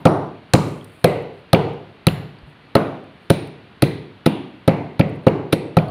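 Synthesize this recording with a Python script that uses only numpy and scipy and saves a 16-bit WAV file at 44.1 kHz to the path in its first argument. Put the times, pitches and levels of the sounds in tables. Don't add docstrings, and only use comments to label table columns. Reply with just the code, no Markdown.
import sys
import numpy as np
from scipy import signal
from scipy.io import wavfile

SR = 44100
rng = np.random.default_rng(int(sys.argv[2]) if len(sys.argv) > 2 else 0)


def file_out(sig):
    cols = np.atleast_2d(sig).T
    lim = np.clip(cols, -1, 1)
    pcm = np.round(lim * 32767).astype(np.int16)
    wavfile.write(sys.argv[1], SR, pcm)


def attenuation_scalar(level_db):
    decades = np.asarray(level_db, float) / 20
    return 10 ** decades


N = 260190
BUILD_S, BEND = 0.0016, 1.237


def rms_one(x):
    return x / np.sqrt(np.mean(x ** 2) + 1e-20)


def add(out, s, piece):
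    at = round(s * SR)
    out[..., at:at + piece.shape[-1]] += piece[..., :N - at]


def at_hz(points, hz, col=1):
    points = np.array(points)
    return np.interp(np.log(hz), np.log(points[:, 0]), points[:, col])


def ring(x, hz, t60):
    r, w = attenuation_scalar(-60 / (t60 * SR)), 2 * np.pi * hz / SR
    return signal.lfilter([0, np.sin(w)], [1, -2 * r * np.cos(w), r * r], x + 1e-18)


def peak(x, hz, width_hz):
    r = np.exp(-np.pi * width_hz / SR)
    top = np.array([1, 0, -1]) * (1 - r * r) / 2
    return signal.lfilter(top, [1, -2 * r * np.cos(2 * np.pi * hz / SR), r * r], x + 1e-18)


def double_peak(x, hz, width_hz):
    return peak(peak(x, hz, width_hz), hz, width_hz)


def port(x):
    return peak(peak(x, 9000, 2440), 9460, 2440) - attenuation_scalar(-10) * double_peak(x, 14500, 3500)


def grains(per_s, spread_db):
    sizes = attenuation_scalar(spread_db * np.minimum(rng.exponential(1, N), 4)) * rng.choice([-1, 1], N)
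    return rms_one(sizes * (rng.random(N) < per_s / SR))


def bands():
    edges = np.r_[30 * 2 ** np.arange(0, 6, 1 / 3), 1920 * 2 ** np.arange(0, 3.2, 1 / 8)]
    white = rng.standard_normal((2, N))
    noises = []
    for k, (low, high) in enumerate(zip(edges, edges[1:])):
        sos = signal.butter(2, [low, high], "band", fs=SR, output="sos")
        noises.append((np.sqrt(low * high), high - low, rms_one(signal.sosfilt(sos, white[k % 2]))))
    return noises


# (frequency [Hz], level [dB per Hz])
HUSH = [(30, -27), (60, -2.5), (110, 3), (200, 3.5), (500, -5.5), (1000, -7), (2800, -10.5), (4500, -19),
        (5100, -37), (7000, -47.5), (9600, -36), (12000, -45), (16000, -51.5)]


def hush(noises):
    air = sum(attenuation_scalar(at_hz(HUSH, hz)) * np.sqrt(width_hz) * np.roll(noise, SR) for hz, width_hz, noise in noises)
    return attenuation_scalar(-48) * rms_one(air)


# (frequency [Hz], t60 [s], level [dB])
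ROOM = [(57, 0.5, -54), (102, 0.52, -34), (194, 0.51, -28), (467, 0.58, -28.5), (704, 0.55, -27),
        (1240, 0.51, -32.5), (2315, 0.55, -52), (3320, 0.57, -52), (4160, 0.47, -45.5), (5090, 0.51, -69),
        (7100, 0.16, -71), (9820, 0.43, -51.5), (12270, 0.11, -55), (15000, 0.31, -56.5)]
# (frequency [Hz], level [dB], t60 [s])
STANDING = [(101.56, -25, 1), (106.05, -20.5, 0.77), (140.15, -8, 0.52), (159.4, -7, 0.53), (186, -25, 0.7),
            (246, -52, 0.21), (309, -21, 0.15)]
SAME_PATH_HZ = 330
ECHO_LAG_S, LEFTOVER_DB = 0.0021, -24


def room(noises):
    t, out = np.arange(SR) / SR, np.zeros(N)
    build = 1 - np.exp(-t / BUILD_S)
    starts = np.r_[0, np.array(THUDS)[:, 0] + ECHO_LAG_S]
    lump_spread_db = [2.0 if hz < 5000 else 4.5 for hz, *_ in noises]
    lumps_db = rng.standard_normal((len(starts), len(noises))) * lump_spread_db
    for k, (hz, _, noise) in enumerate(noises):
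        fade = attenuation_scalar(-60 * (t / at_hz(ROOM, hz)) ** BEND) * build
        power = np.zeros(N)
        clay = np.clip(np.log(hz / 1250) / np.log(1900 / 1250), 0, 1)
        levels_db = np.r_[LEFTOVER_DB, (1 - clay) * thud_db(hz)[:, 0] + clay * crack_db(hz)]
        for s, level_db, lump_db in zip(starts, levels_db, lumps_db[:, k]):
            gain = attenuation_scalar(level_db + at_hz(ROOM, hz, col=2))
            if hz < SAME_PATH_HZ:
                add(out, s, gain * fade * noise[SR:2 * SR])
            else:
                add(power, s, (gain * attenuation_scalar(lump_db) * fade) ** 2)
        out += noise * np.sqrt(power)
    click = np.eye(1, SR)[0]
    standing = sum((-1) ** k * attenuation_scalar(level_db) * ring(click, hz, t60)
                   for k, (hz, level_db, t60) in enumerate(STANDING))
    for s, level_db in zip(starts, np.r_[LEFTOVER_DB, thud_db(120)[:, 0]]):
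        add(out, s, attenuation_scalar(level_db - 12) * build * standing)
    return out


# (middle [s], half length [s], level [dB])
DUST = [
    (.68, 0.14, -53),
    (0.965, 0.12, -51),
    (1.368, 0.074, -64),
    (2.49, 0.037, -61),
    (3.238, 0.054, -64.5),
    (3.448, .05, -56),
    (5.097, .008, -48),
    (5.152, .015, -56),
    (5.24, .01, -58),
    (5.83, .05, -71),
]


def dust():
    t = np.arange(N) / SR
    flow = sum(attenuation_scalar(level_db - 3) * np.exp(-((t - s) / half_s) ** 2) for s, half_s, level_db in DUST)
    return port(flow * grains(3400, spread_db=4.0))


# (time [s], peak level [dB], pitch [Hz])
BUMPS = [
    (2.428, -39, 62),
    (2.471, -38, 146),
]


def bumps():
    out, age = np.zeros(N), np.arange(4000) / SR
    for s, level_db, hz in BUMPS:
        swell = age / 0.01 * np.exp(-age / 0.0088)
        add(out, s, attenuation_scalar(level_db + 11.5) * swell * np.sin(2 * np.pi * hz * age))
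    return out


# (time [s], bright peak level [dB], ring level [dB], ring pitch [Hz])
CHIPS = [(0.7144, -44, -45, 4030), (0.7861, -54, -31, 2900), (0.8114, -70, -13, 3200),
         (0.844, -35, -47, 3110), (1.1794, -55, -45, 2800), (1.2236, -49, -49, 2800),
         (1.6894, -56, -45, 2870), (1.7345, -53, -46, 2960), (2.387, -61, -25, 4600),
         (3.0394, -56, -51, 3220), (3.473, -40, -48, 3280), (5.2366, -64, -32, 4200),
         (5.284, -37, -30, 4500), (5.8286, -96, -40, 2800), (5.884, -48, -14, 4350)]


def chips():
    out, spits, age = np.zeros(N), np.zeros(N), np.arange(600) / SR
    for s, bright_db, ring_db, hz in CHIPS:
        add(spits, s, attenuation_scalar(bright_db + 3.5) * np.exp(-age / 0.0026))
        swell = age / 0.001 * np.exp(-age / 0.001)
        add(out, s, attenuation_scalar(ring_db - 16) * swell * np.sin(2 * np.pi * hz * age))
    spits = spits * grains(12000, spread_db=3.0)
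    return out + port(spits) + attenuation_scalar(-8) * peak(spits, 5000, 4000)


def spray():
    age, flow = np.arange(SR // 2) / SR, np.zeros(N)
    fade_s = 0.13
    add(flow, 0.542, attenuation_scalar(-35.5) * np.exp(-(age / fade_s) ** 1.46))
    return double_peak(flow * grains(5000, spread_db=2.5), 7110, 8000)


# (time [s], pitch [Hz], level [dB])
SINGERS = [(0.058, 5600, -52), (0.058, 9250, -49.5), (0.54, 5020, -41.5), (0.54, 5850, -45),
           (0.54, 7100, -43.5), (0.54, 8470, -47.5), (1.045, 7250, -59), (1.045, 11500, -54),
           (2.072, 7170, -54.5), (2.072, 10500, -51), (2.072, 11820, -49.5), (2.072, 15440, -59.5),
           (2.758, 11060, -55), (4.265, 9400, -53.5), (5.53, 10360, -55), (3.304, 9180, -42),
           (5.53, 8200, -55), (5.775, 9900, -59), (5.775, 4350, -55)]


def singers():
    out, age = np.zeros(N), np.arange(SR // 2) / SR
    rattle = grains(6000, spread_db=3.5)
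    width_hz, t60_s = 550, 0.38
    for k, (s, hz, level_db) in enumerate(SINGERS):
        band = double_peak(np.roll(rattle, k * 9001)[:len(age)], hz, width_hz)
        fade = attenuation_scalar(level_db - 60 * (age / t60_s) ** BEND) * (1 - np.exp(-age / BUILD_S))
        add(out, s, fade * rms_one(band))
    return out


# (time [s], peak level [dB], pitch [Hz])
REBOUNDS = [(0.0692, -8, 2400), (0.551, -8, 2010), (1.055, -16, 2300), (1.5467, -0.5, 2600),
            (2.084, -6.5, 2620), (2.7674, -9, 2260), (3.3174, -31, 2100), (3.8377, -8, 2300),
            (4.2774, -19, 2440), (4.693, -14, 2270), (5.01, -3.5, 2320), (5.2821, -9.5, 2430),
            (5.5414, -32, 2340), (5.786, -8.5, 2330)]


def rebounds():
    u, out = np.arange(1000) / SR / 0.0014, np.zeros(N)
    grit = grains(12000, spread_db=2.5)
    for s, level_db, hz in REBOUNDS:
        bite = attenuation_scalar(level_db + 13.5) * u * np.exp(-u) * grit[round(s * SR):][:len(u)]
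        burst = double_peak(bite, hz, 800) + attenuation_scalar(-13.5) * double_peak(bite, 4300, 1800)
        add(out, s - 0.001, burst)
    return signal.sosfilt(signal.cheby2(8, 40, 5600, fs=SR, output="sos"), out)


# (time [s], strength [dB], hardness [dB per octave], pitch the landing spot favours [Hz], its lift [dB])
THUDS = [(0.054, 6, 0, 350, 3), (0.537, 5.5, -2, 300.6, 4), (1.041, 0.5, -2, 497, 12.5),
         (1.531, 5, -1.5, 486, 3.5), (2.068, -2, -5.5, 1349, 9.5), (2.753, 2, 1.4, 300, 6.5),
         (3.302, -3, -2.5, 350, 7), (3.823, -2, -3.5, 350, 7.5), (4.262, -5.5, 0.1, 257.6, 13.5),
         (4.677, 1.5, -1.5, 315, 6.5), (4.995, 0, -3, 248, 5.5), (5.267, 1.5, -1.5, 384, 7),
         (5.527, -6, -2.5, 350, 10), (5.7684, 2, -1.5, 150, 1)]


def thud_db(hz, spot_share=1):
    _, strength_db, hard, spot_hz, spot_db = np.transpose(THUDS)[:, :, None]
    spot_octaves = 0.48
    lift = np.exp(-0.5 * (np.log2(hz / spot_hz) / spot_octaves) ** 2)
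    return strength_db + hard * np.log2(hz / 250) + spot_share * spot_db * lift


# (frequency [Hz], level [dB], t60 [s])
SLAB = [
    (124, -2.5, 0.12),
    (154.2, 2, 0.67),
    (237.3, 6, 0.075),
    (307.4, 6.5, 0.084),
    (416.3, 2, 0.047),
    (534, -0.5, 0.31),
    (683.3, -9, 0.09),
    (826, -2.5, 0.027),
    (1270, -2.5, 0.021),
]
NEAR_DB = [-3, -7.5, -2.5, 6]
SWELL_S, REST_S = 0.01, 0.012
OVERLOAD_DB, CRUSH_LAG_S = 3, 0.0003
THUD_FOLLOWS = 0.3
SPOT_NEAR = 0.96
IN_STEP_HZ = 350


def thuds():
    out, age = np.zeros(N), np.arange(3000) / SR
    hz, level_db, t60 = np.transpose(SLAB)[:, :, None]
    chance = rng.standard_normal((len(THUDS), 3, len(SLAB), 1))
    shape = (1 - np.exp(-age / SWELL_S)) / (1 + (age / REST_S) ** 2.6)
    near_db = np.array(NEAR_DB)[np.searchsorted([200, 400, 650], hz)]
    for (s, strength_db, *_), share_db, (a, b, c) in zip(THUDS, thud_db(hz.T, SPOT_NEAR), chance):
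        mode_db = share_db[:, None] + near_db + level_db + 0.85 * a - 60 * age / t60
        phase = 2 * np.pi * hz * (1 + 0.034 * b) * age + c * hz / IN_STEP_HZ
        thud = shape * np.sum(attenuation_scalar(mode_db) * np.sin(phase), axis=0)
        loudness = attenuation_scalar(OVERLOAD_DB + THUD_FOLLOWS * strength_db)
        add(out, s + CRUSH_LAG_S, thud / np.abs(thud).max() * loudness)
    return out


# (frequency [Hz], level at a mean crack [dB], gain per dB of splinters [dB])
SPLINTER_ECHO = [
    (1930, 0.5, 0.93),
    (3940, 0.5, 0.46),
    (6500, -1, 1.5),
    (10500, -5, 0.72),
]
MEAN_CRACK_DB = -20


def crack_db(hz):
    s, fine_db, _, coarse_db, coarse_hz = np.transpose(CRACKS)
    follows = at_hz(SPLINTER_ECHO, hz, col=2)
    power = attenuation_scalar(at_hz(SPLINTER_ECHO, hz) + follows * (fine_db - MEAN_CRACK_DB)) ** 2
    power = power + attenuation_scalar(coarse_db - 48 * np.log2(hz / coarse_hz) ** 2) ** 2
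    for when, _, ring_db in SHATTERS:
        shatter = attenuation_scalar(ring_db - 38.5 * np.log2(hz / 6210) ** 2) ** 2
        power = power + (np.abs(s - when) < 0.1) * shatter
    return 10 * np.log10(power)


# (time [s], fine splinters level [dB], length [ms], coarse pieces level [dB], their pitch [Hz])
CRACKS = [(0.0524, -20.5, 3.7, -13, 2320), (0.535, -12.5, 2.5, 8.5, 2280), (1.041, -13.5, 2.8, 15.5, 2290),
          (1.5298, -17, 2.9, 14, 2730), (2.068, -13.5, 1.83, 5.5, 2600), (2.7512, -22, 3, 9, 2510),
          (3.2991, -14.5, 3.3, 9, 2380), (3.821, -10.5, 2.07, -1, 2310), (4.2589, -22, 4.5, 10.5, 2700),
          (4.676, -28.5, 4.2, 10.5, 2160), (4.9931, -29.5, 3.2, 8.5, 2280), (5.2656, -32, 2.6, 8, 2300),
          (5.5235, -21.5, 5.8, 7.5, 2240), (5.7671, -28, 3.9, 3.5, 2660)]
# (time [s], snap level [dB], ring level in the room [dB])
SHATTERS = [
    (0.053, -0.5, 1),
    (0.535, 11.5, 19.5),
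    (3.298, -28, 13.5),
    (4.676, -44, 3),
    (5.523, -45, 1),
]
# (level at a mean crack [dB], gain per dB of splinters [dB])
SIZE_CLASSES = [
    (-8, 0.59),
    (-11, 0.73),
    (-42, 2),
    (-18.5, 1.0),
]
# (frequency [Hz], width [Hz], level [dB])
SHARDS = [
    (1460, 690, 12),
    (2700, 940, 10.5),
    (3944, 575, 16),
    (5200, 930, -27),
    (9580, 730, 14),
    (7250, 2100, -8.5),
    (11250, 2200, -3.5),
    (14700, 1500, 0.5),
]


def cracks():
    age, shapes = np.arange(2000) / SR, np.zeros((4, N))
    mean_db, follows = np.transpose(SIZE_CLASSES)
    for s, fine_db, ms, *_ in CRACKS:
        u = age / (ms / 1000)
        levels_db = mean_db + follows * (fine_db - MEAN_CRACK_DB)
        snaps_db = [snap_db for when, snap_db, _ in SHATTERS if abs(s - when) < 0.1]
        levels_db[2] = max([levels_db[2]] + snaps_db)
        burst = 0.82 * u * np.exp(-u ** 1.43) + 0.043 * np.exp(-u / 4.2)
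        add(shapes, s, attenuation_scalar(levels_db[:, None]) * burst)
    clicks = grains(9000, spread_db=6.0)
    out = np.zeros(N)
    for k, (hz, width_hz, level_db) in enumerate(SHARDS):
        shape = shapes[np.searchsorted([3000, 5000, 8000], hz)]
        out += (-1) ** k * attenuation_scalar(level_db) * peak(clicks * shape, hz, width_hz)
    return out


def scene():
    noises = bands()
    low_cut = signal.butter(2, 44.6, "high", fs=SR, output="sos")
    blows = signal.sosfilt(low_cut, cracks() + thuds() + rebounds() + room(noises))
    small = chips() + dust() + bumps() + spray() + singers()
    return (blows + small + hush(noises))[None]


def band_limit(x):
    return signal.sosfilt(signal.butter(12, 16500, fs=SR, output="sos"), x)


def record(dry):
    x, t = dry[0], np.arange(N) / SR
    limit_db, recover_db_s, squeeze, smooth_s = -14, 89, 0.21, 0.035
    over_db = np.maximum(20 * np.log10(np.abs(x) + 1e-9) - limit_db, 0)
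    held_db = np.maximum.accumulate(over_db + recover_db_s * t) - recover_db_s * t
    r = np.exp(-1 / (smooth_s * SR))
    x = x * attenuation_scalar(-squeeze * signal.lfilter([1 - r], [1, -r], held_db))
    top_cut = signal.cheby2(14, 60, 16300, fs=SR, output="sos")
    x = signal.sosfilt(top_cut, np.clip(x, -1, 1))
    return band_limit(np.clip(x, -1, 1)[None])


dry = scene()
out = record(dry)
file_out(out)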